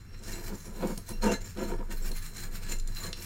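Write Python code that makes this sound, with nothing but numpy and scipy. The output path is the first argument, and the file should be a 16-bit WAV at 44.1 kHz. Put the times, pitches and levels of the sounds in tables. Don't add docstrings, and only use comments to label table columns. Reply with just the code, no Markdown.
import sys
import numpy as np
from scipy import signal
from scipy.fft import rfft, irfft
from scipy.io import wavfile
from scipy.ndimage import uniform_filter1d

SR = 44100
rng = np.random.default_rng(int(sys.argv[2]) if len(sys.argv) > 2 else 0)


def wav_record(signal):
    frames = np.transpose(np.atleast_2d(signal))
    bounded = np.clip(frames, -1, 1)
    quanta = np.round(bounded * 32767).astype(np.int16)
    wavfile.write(sys.argv[1], SR, quanta)


def boost_factor(decibels):
    exponent = np.asarray(decibels, float) / 20
    return 10 ** exponent


N = 143325


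def unit(x):
    return x / np.sqrt(np.mean(x ** 2))


def ring(x, hz, width_hz):
    return signal.lfilter(*signal.iirpeak(min(hz, .45 * SR), hz / width_hz, fs=SR), x)


def highpass(hz):
    return signal.butter(2, hz, "high", fs=SR, output="sos")


def colour(x, table):
    hz, db = np.array(table, float).T
    grid_hz = np.arange(4097) * SR / 8192
    db = np.interp(np.log(grid_hz + 1), np.log(hz), np.maximum(db, -90))
    cepstrum = irfft(db * np.log(10) / 20)
    cepstrum[1:4096] *= 2
    cepstrum[4097:] = 0
    impulse = irfft(np.exp(rfft(cepstrum)))[:4096]
    return signal.fftconvolve(x, impulse)[:N]


def walk(rate_hz):
    k = int(SR / rate_hz)
    steps = np.clip(rng.standard_normal(N // k + 3), -1.6, 1.6)
    smooth = uniform_filter1d(uniform_filter1d(np.repeat(steps, k), k), k)
    return 1.4 * smooth[k:N + k]


def swells(table):
    t, power = np.arange(N) / SR, 0
    for at, rise, fall, db in table:
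        width = np.where(t < at, rise, fall)
        power = power + boost_factor(db) ** 2 * np.exp(-((t - at) / width) ** 2 * 2)
    return np.sqrt(power)


def ticks(rate_hz, spread_db):
    pick, size, sign = rng.random(N), rng.exponential(size=N), rng.standard_normal(N)
    return unit((pick < rate_hz / SR) * boost_factor(spread_db * size) * sign)


def body(x, mode_hz, modes, wander_db, rate_hz):
    out = 0
    for k, (hz, (width_hz, db)) in enumerate(zip(mode_hz, modes)):
        drive = x * boost_factor(db + wander_db * walk(rate_hz))
        out = out + (-1) ** k * ring(drive, hz, width_hz) / np.sqrt(width_hz)
    return out


def wool():
    # peak in seconds, rise in seconds, fall in seconds, level in dB.
    squeezes = [(.03, 0.021, 0.018, -65), (.18, 0.011, 0.062, -64.5), (.32, 0.078, 0.09, -43),
                (.47, 0.078, 0.036, -48.5), (.65, 0.15, 0.05, -55), (.83, 0.098, 0.082, -54),
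                (.915, 0.079, 0.064, -52.5), (1.095, 0.022, 0.03, -45), (1.235, 0.02, 0.082, -40.5),
                (1.285, 0.015, 0.02, -43.5), (1.33, 0.023, 0.022, -36.5), (1.42, 0.012, 0.01, -47.5),
                (1.46, 0.024, 0.053, -51), (1.6, 0.036, 0.12, -50), (1.7, 0.026, 0.026, -47),
                (1.915, 0.016, 0.036, -46.5), (1.98, 0.038, 0.022, -53.5), (2.065, 0.077, 0.039, -46.5),
                (2.19, 0.061, 0.011, -46.5), (2.24, 0.04, 0.059, -46.5), (2.38, 0.041, 0.044, -47.5),
                (2.44, 0.038, 0.036, -43.5), (2.54, 0.025, 0.044, -46.5), (2.67, 0.054, 0.025, -48),
                (2.695, 0.0088, 0.012, -40.5), (2.721, 0.018, 0.019, -37), (2.92, 0.05, 0.032, -55.5),
                (2.98, 0.02, 0.025, -43.5), (3.035, 0.057, 0.058, -41), (3.18, 0.032, 0.073, -50.5),
                (3.235, 0.02, 0.047, -45)]
    # frequency in Hz, density in dB per Hz.
    wire_colour = [(450, -40), (800, -6.5), (1800, 2), (3300, -7.5), (7500, -1.5), (9800, -11),
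                   (11500, -3.5), (16000, -4)]
    cup_hz = [1710, 2085, 2330, 2725, 4135, 3960, 5510, 6300, 7100, 7850, 8230, 9150, 10800, 12300]
    # width in Hz, level in dB.
    cup_modes = [(60, -12.5), (32, -8), (50, -14.5), (40, -6), (50, -2.5), (60, -10), (45, -5), (60, -6),
                 (50, -4), (90, -15), (80, -9), (70, -6), (50, -7), (80, -11)]
    cup_db, cup_wander_db, coils_db, rest_db = -1, 4, -17.5, -62.5

    slips = ticks(9000, 1.9) * boost_factor(1.8 * walk(70))
    effort = np.hypot(swells(squeezes), boost_factor(rest_db))
    drive = slips * effort
    cracks = wire_snaps()
    wire_gain = np.std(colour(slips, wire_colour))
    cup = body(drive + 0.3 * cracks, cup_hz, cup_modes, cup_wander_db, 16)
    wire_drive = drive + boost_factor(coils_db) * 40 * coils(drive + 0.13 * cracks)
    wires = patchy(colour(wire_drive, wire_colour)) / wire_gain
    sound = outer_wires(wires + 0.42 * cracks + boost_factor(cup_db) * 45 * cup)
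    return sound + press_thud(slips * np.sqrt(effort) * boost_factor(-23.5))


def wire_snaps():
    # start in seconds, peak in dB, brightness in Hz.
    snaps = [(0.235, -32, 7000), (0.5524, -39, 7000), (.872, -32, 9000), (0.976, -25, 8300),
             (1.0899, -29, 10000), (1.2206, -34, 4100), (1.24, -23, 7000), (1.5724, -34, 4000),
             (1.911, -39, 6000), (2.1155, -29, 7500), (2.367, -34, 7000), (2.7667, -38, 7000),
             (2.786, -36, 7300), (2.7983, -30, 7300), (2.8747, -28.5, 7100), (2.948, -34, 7250),
             (2.9682, -33, 4520), (3.129, -19.5, 3820), (3.2225, -31, 5440)]
    rebound_s, rebound_db, tail_s, tail_db = 0.0016, 0.5, 0.0039, -8
    cracks, t = np.zeros(N), np.arange(2000) / SR
    late = np.maximum(t - rebound_s, 0)
    shape = np.exp(-t / 0.0017)
    shape = shape + boost_factor(rebound_db) * (late > 0) * np.exp(-late / 0.00091)
    shape = shape + boost_factor(tail_db) * np.exp(-t / tail_s)
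    for at, db, hz in snaps:
        i = int(at * SR)
        noise = rng.standard_normal(2000)
        crack = ring(ring(noise * shape, hz, 0.87 * hz), hz, 2.0015 * hz)
        cracks[i:i + 2000] += (boost_factor(db) * crack)[:N - i]
    return cracks


def coils(x):
    hz = 4500 * 3.3 ** ((np.arange(30) + rng.random(30)) / 30)
    width_hz, wander_db = 160, 7
    return body(x, hz, [(width_hz, 0)] * len(hz), wander_db, 11)


def patchy(x):
    flicker_db, lows = 2.5, [0]
    for edge_hz in [700, 1400, 2500, 4000, 6000, 8500, 11500]:
        lows.append(signal.sosfiltfilt(signal.butter(2, edge_hz, fs=SR, output="sos"), x))
    lows.append(x)
    return sum((b - a) * boost_factor(flicker_db * walk(20.99)) for a, b in zip(lows, lows[1:]))


def outer_wires(x):
    # time in seconds, treble gain in dB.
    treble = [(0, -22), (.15, -8), (.5, -2.5), (.95, 0.5), (1.18, 0.5), (1.31, -17), (1.5, -1.5),
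              (1.85, -3), (2.05, -2.5), (3.1, -3.5), (3.25, -2)]
    top = signal.sosfiltfilt(highpass(9000), x)
    gain_db = np.interp(np.arange(N) / SR, *np.array(treble).T)
    return x + top * (boost_factor(gain_db) - 1)


def press_thud(push):
    low_hz, thud_db = 104.3, 3.5
    low = ring(ring(push, low_hz, 34.6), low_hz, 57)
    high = ring(ring(push, 166.2, 37), 159.4, 49)
    return boost_factor(thud_db) * (15 * low + 9 * high)


def scratch_rings(table):
    narrowest_hz, blur, fade = 37, 1.6, 1.05
    out, t = np.zeros(N + 6000), np.arange(6000) / SR
    for at, length, hz, db in table:
        width_hz = narrowest_hz + blur / length
        noise = rng.standard_normal(6000) * np.exp(-fade * t / length - (t / length) ** 4)
        burst = ring(ring(noise, hz, width_hz), hz, 2 * width_hz)
        out[int(at * SR):][:6000] += boost_factor(db) * burst * np.sqrt(SR / width_hz / np.pi)
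    return out[:N]


def catches_and_jolts():
    # start in seconds, length in seconds, frequency in Hz, level in dB.
    caught = [(1.8275, 0.0048, 1000, -45), (3.02, .07, 1150, -47), (0.189, .01, 7650, -53),
              (0.27, .02, 4200, -51), (.283, 0.045, 1840, -48), (.328, .02, 4100, -42),
              (0.33, 0.0086, 7099, -42), (.335, .04, 7800, -45), (1.567, 0.005, 1290, -46.5),
              (0.459, .018, 4135, -50), (.465, 0.013, 12000, -56.5), (0.55, 0.014, 7240, -51),
              (1.275, 0.065, 673, -35), (0.87, .008, 7150, -50), (0.974, 0.023, 10580, -45.5),
              (1.088, .03, 10700, -43), (1.131, 0.051, 5560, -52), (1.124, 0.056, 2740, -56.5),
              (1.2195, 0.015, 4200, -37), (1.2396, 0.011, 7120, -42.5), (1.241, .01, 8000, -43),
              (1.26, 0.087, 2745, -43), (1.262, 0.053, 908, -31.5), (1.268, 0.041, 5930, -45),
              (1.314, 0.031, 6350, -37), (1.336, .024, 4080, -38), (1.328, 0.041, 1710, -39.5),
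              (1.4107, 0.011, 7100, -53), (1.4416, .012, 7200, -49), (1.592, 0.029, 7100, -48.5),
              (1.637, 0.023, 4120, -47), (1.9679, .015, 4170, -48), (2.1146, .011, 4200, -39),
              (1.922, 0.017, 6300, -57), (2.02, 0.03, 7630, -48), (2.3665, .012, 6960, -45),
              (2.369, 0.048, 2030, -61), (2.6469, .008, 7710, -46), (2.6893, 0.017, 4130, -46.5),
              (2.717, 0.012, 7100, -34.5), (2.713, 0.018, 2610, -43.5), (2.7841, .006, 7150, -40),
              (2.796, .006, 7220, -43.5), (2.874, 0.0059, 7100, -40), (2.9487, .006, 7100, -45),
              (2.9682, .01, 4020, -39.5), (3.0, 0.028, 7050, -45), (3.189, 0.03, 4080, -48.5),
              (3.198, 0.046, 12200, -52), (3.195, 0.046, 10870, -53)]
    return scratch_rings(caught)


def holder():
    # peak in seconds, rise in seconds, fall in seconds, level in dB.
    drags = [(.11, 0.013, 0.042, -58.5), (.3, 0.086, 0.034, -46.5), (.365, 0.045, 0.076, -44),
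             (.53, 0.081, 0.03, -39.5), (.68, 0.049, 0.056, -48.5), (.78, 0.038, 0.03, -43),
             (.83, 0.029, 0.047, -28.5), (.9, 0.027, 0.031, -35.5), (.985, 0.013, 0.015, -42.5),
             (1.095, 0.014, 0.049, -44), (1.226, 0.0047, 0.017, -29), (1.248, 0.016, 0.025, -25),
             (1.28, 0.011, 0.038, -28), (1.32, 0.081, 0.031, -30), (1.46, 0.1, 0.024, -53.5),
             (1.582, 0.013, 0.022, -36), (1.62, 0.042, 0.039, -31.5), (1.715, 0.045, 0.037, -33),
             (1.805, 0.022, 0.014, -40), (1.92, 0.035, 0.032, -44), (2.04, 0.036, 0.043, -45.5),
             (2.11, .03, .03, -45), (2.45, 0.15, 0.3, -52.5), (2.71, 0.032, 0.045, -42.5),
             (2.89, 0.034, 0.034, -54.5), (3.05, 0.065, 0.054, -44.5), (3.19, 0.081, 0.053, -50)]
    bench_hz = [168, 210, 276, 348, 424, 480, 532, 655, 815, 928, 1009, 1250, 1750, 2210]
    # width in Hz, level in dB.
    bench_modes = [(17, -4), (20, 3), (28, -8), (29, -2), (29, -4), (35, -8), (32, -8), (36, -10),
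                   (54, -16), (59, -12), (43, -14), (200, -14), (500, -18), (60, -21)]
    bench_wander_db, scrape_hz, scrape_db = 1.17, 3060, -18.5
    drive = ticks(3000, 1.0) * boost_factor(1.3 * walk(50)) * swells(drags)
    drum = body(drive, bench_hz, bench_modes, bench_wander_db, 9.98)
    scrape = ring(ring(drive, scrape_hz, 3400), scrape_hz, 4400)
    return 70 * signal.sosfilt(highpass(150), drum) + boost_factor(scrape_db) * scrape


def shell_taps():
    # start in seconds, frequency in Hz, level in dB.
    taps = [
        (.14, 1960, -48.5),
        (1.089, 1010, -38.5),
        (1.785, 1300, -44),
        (1.826, 885, -50),
        (1.911, 1720, -35.5),
    ]
    t60_s, out, t = 0.062, np.zeros(N), np.arange(N) / SR
    for at, hz, db in taps:
        u = np.maximum(t - at, 0)
        knock = (1 - np.exp(-u / 0.0022)) * boost_factor(-60 * u / t60_s) * rng.standard_normal(N)
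        out = out + boost_factor(db) * 7 * ring(knock, hz, .16 * hz)
    return out


def bench_jolts():
    # start in seconds, length in seconds, frequency in Hz, level in dB.
    jolts = [
        (.975, 0.023, 125, -36),
        (1.1, 0.07, 165, -46.5),
        (1.79, .035, 190, -36),
        (2.225, 0.032, 335, -48),
    ]
    return scratch_rings(jolts)


def bench_wobble():
    # peak in seconds, rise in seconds, fall in seconds, level in dB.
    rocking = [(.15, 0.043, 0.085, -40.5), (.33, 0.067, 0.045, -35.5), (.5, 0.12, 0.056, -36),
               (.9, 0.23, 0.11, -36), (1.23, 0.096, 0.096, -29), (1.41, 0.046, 0.042, -34.5),
               (1.78, 0.18, 0.13, -31), (2.03, 0.14, 0.22, -28.5), (2.5, 0.11, 0.13, -34),
               (2.82, 0.18, 0.16, -28), (3.1, 0.12, 0.12, -39)]
    wobble_hz = 25.2 * (1 + 0.0402 * walk(2.5))
    phase = 2 * np.pi * np.cumsum(wobble_hz) / SR
    return np.sqrt(2) * swells(rocking) * np.sin(phase)


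def low_hum():
    hum_hz, hum_db = 90.6, -53
    phase = 2 * np.pi * hum_hz * np.arange(N) / SR + 0.19 * walk(5.97)
    return np.sqrt(2) * boost_factor(hum_db + 1.4 * walk(11)) * np.sin(phase)


def room_hiss():
    # frequency in Hz, density in dB per Hz.
    hiss_colour = [(24, -6.5), (40, -3), (491, -27.5), (615, -39.5), (1520, -29.5), (3740, -47.5),
                   (4130, -53), (14100, -49), (16000, -56)]
    return boost_factor(-50.5) * unit(colour(rng.standard_normal(N), hiss_colour))


def room_echo(near):
    echo_db, t60_s, t = -7, 0.22, np.arange(8000) / SR
    tail = rng.standard_normal(8000) * boost_factor(-60 * t / t60_s) * (t > .003)
    bright = signal.lfilter(*signal.butter(2, 450, "high", fs=SR), near)
    return boost_factor(echo_db) * signal.fftconvolve(bright, tail / np.linalg.norm(tail))[:N]


def scene():
    near = wool() + catches_and_jolts() + holder() + shell_taps()
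    bench = bench_jolts() + bench_wobble()
    return (near + room_echo(near) + bench + low_hum() + room_hiss())[None]


def band_limit(x):
    return signal.sosfilt(signal.butter(12, 16240, fs=SR, output="sos"), x)


def record(dry):
    top_hz = 15800
    mix = signal.sosfilt(signal.ellip(10, .3, 70, top_hz, fs=SR, output="sos"), dry)
    return band_limit(mix)


dry = scene()
out = record(dry)
wav_record(out)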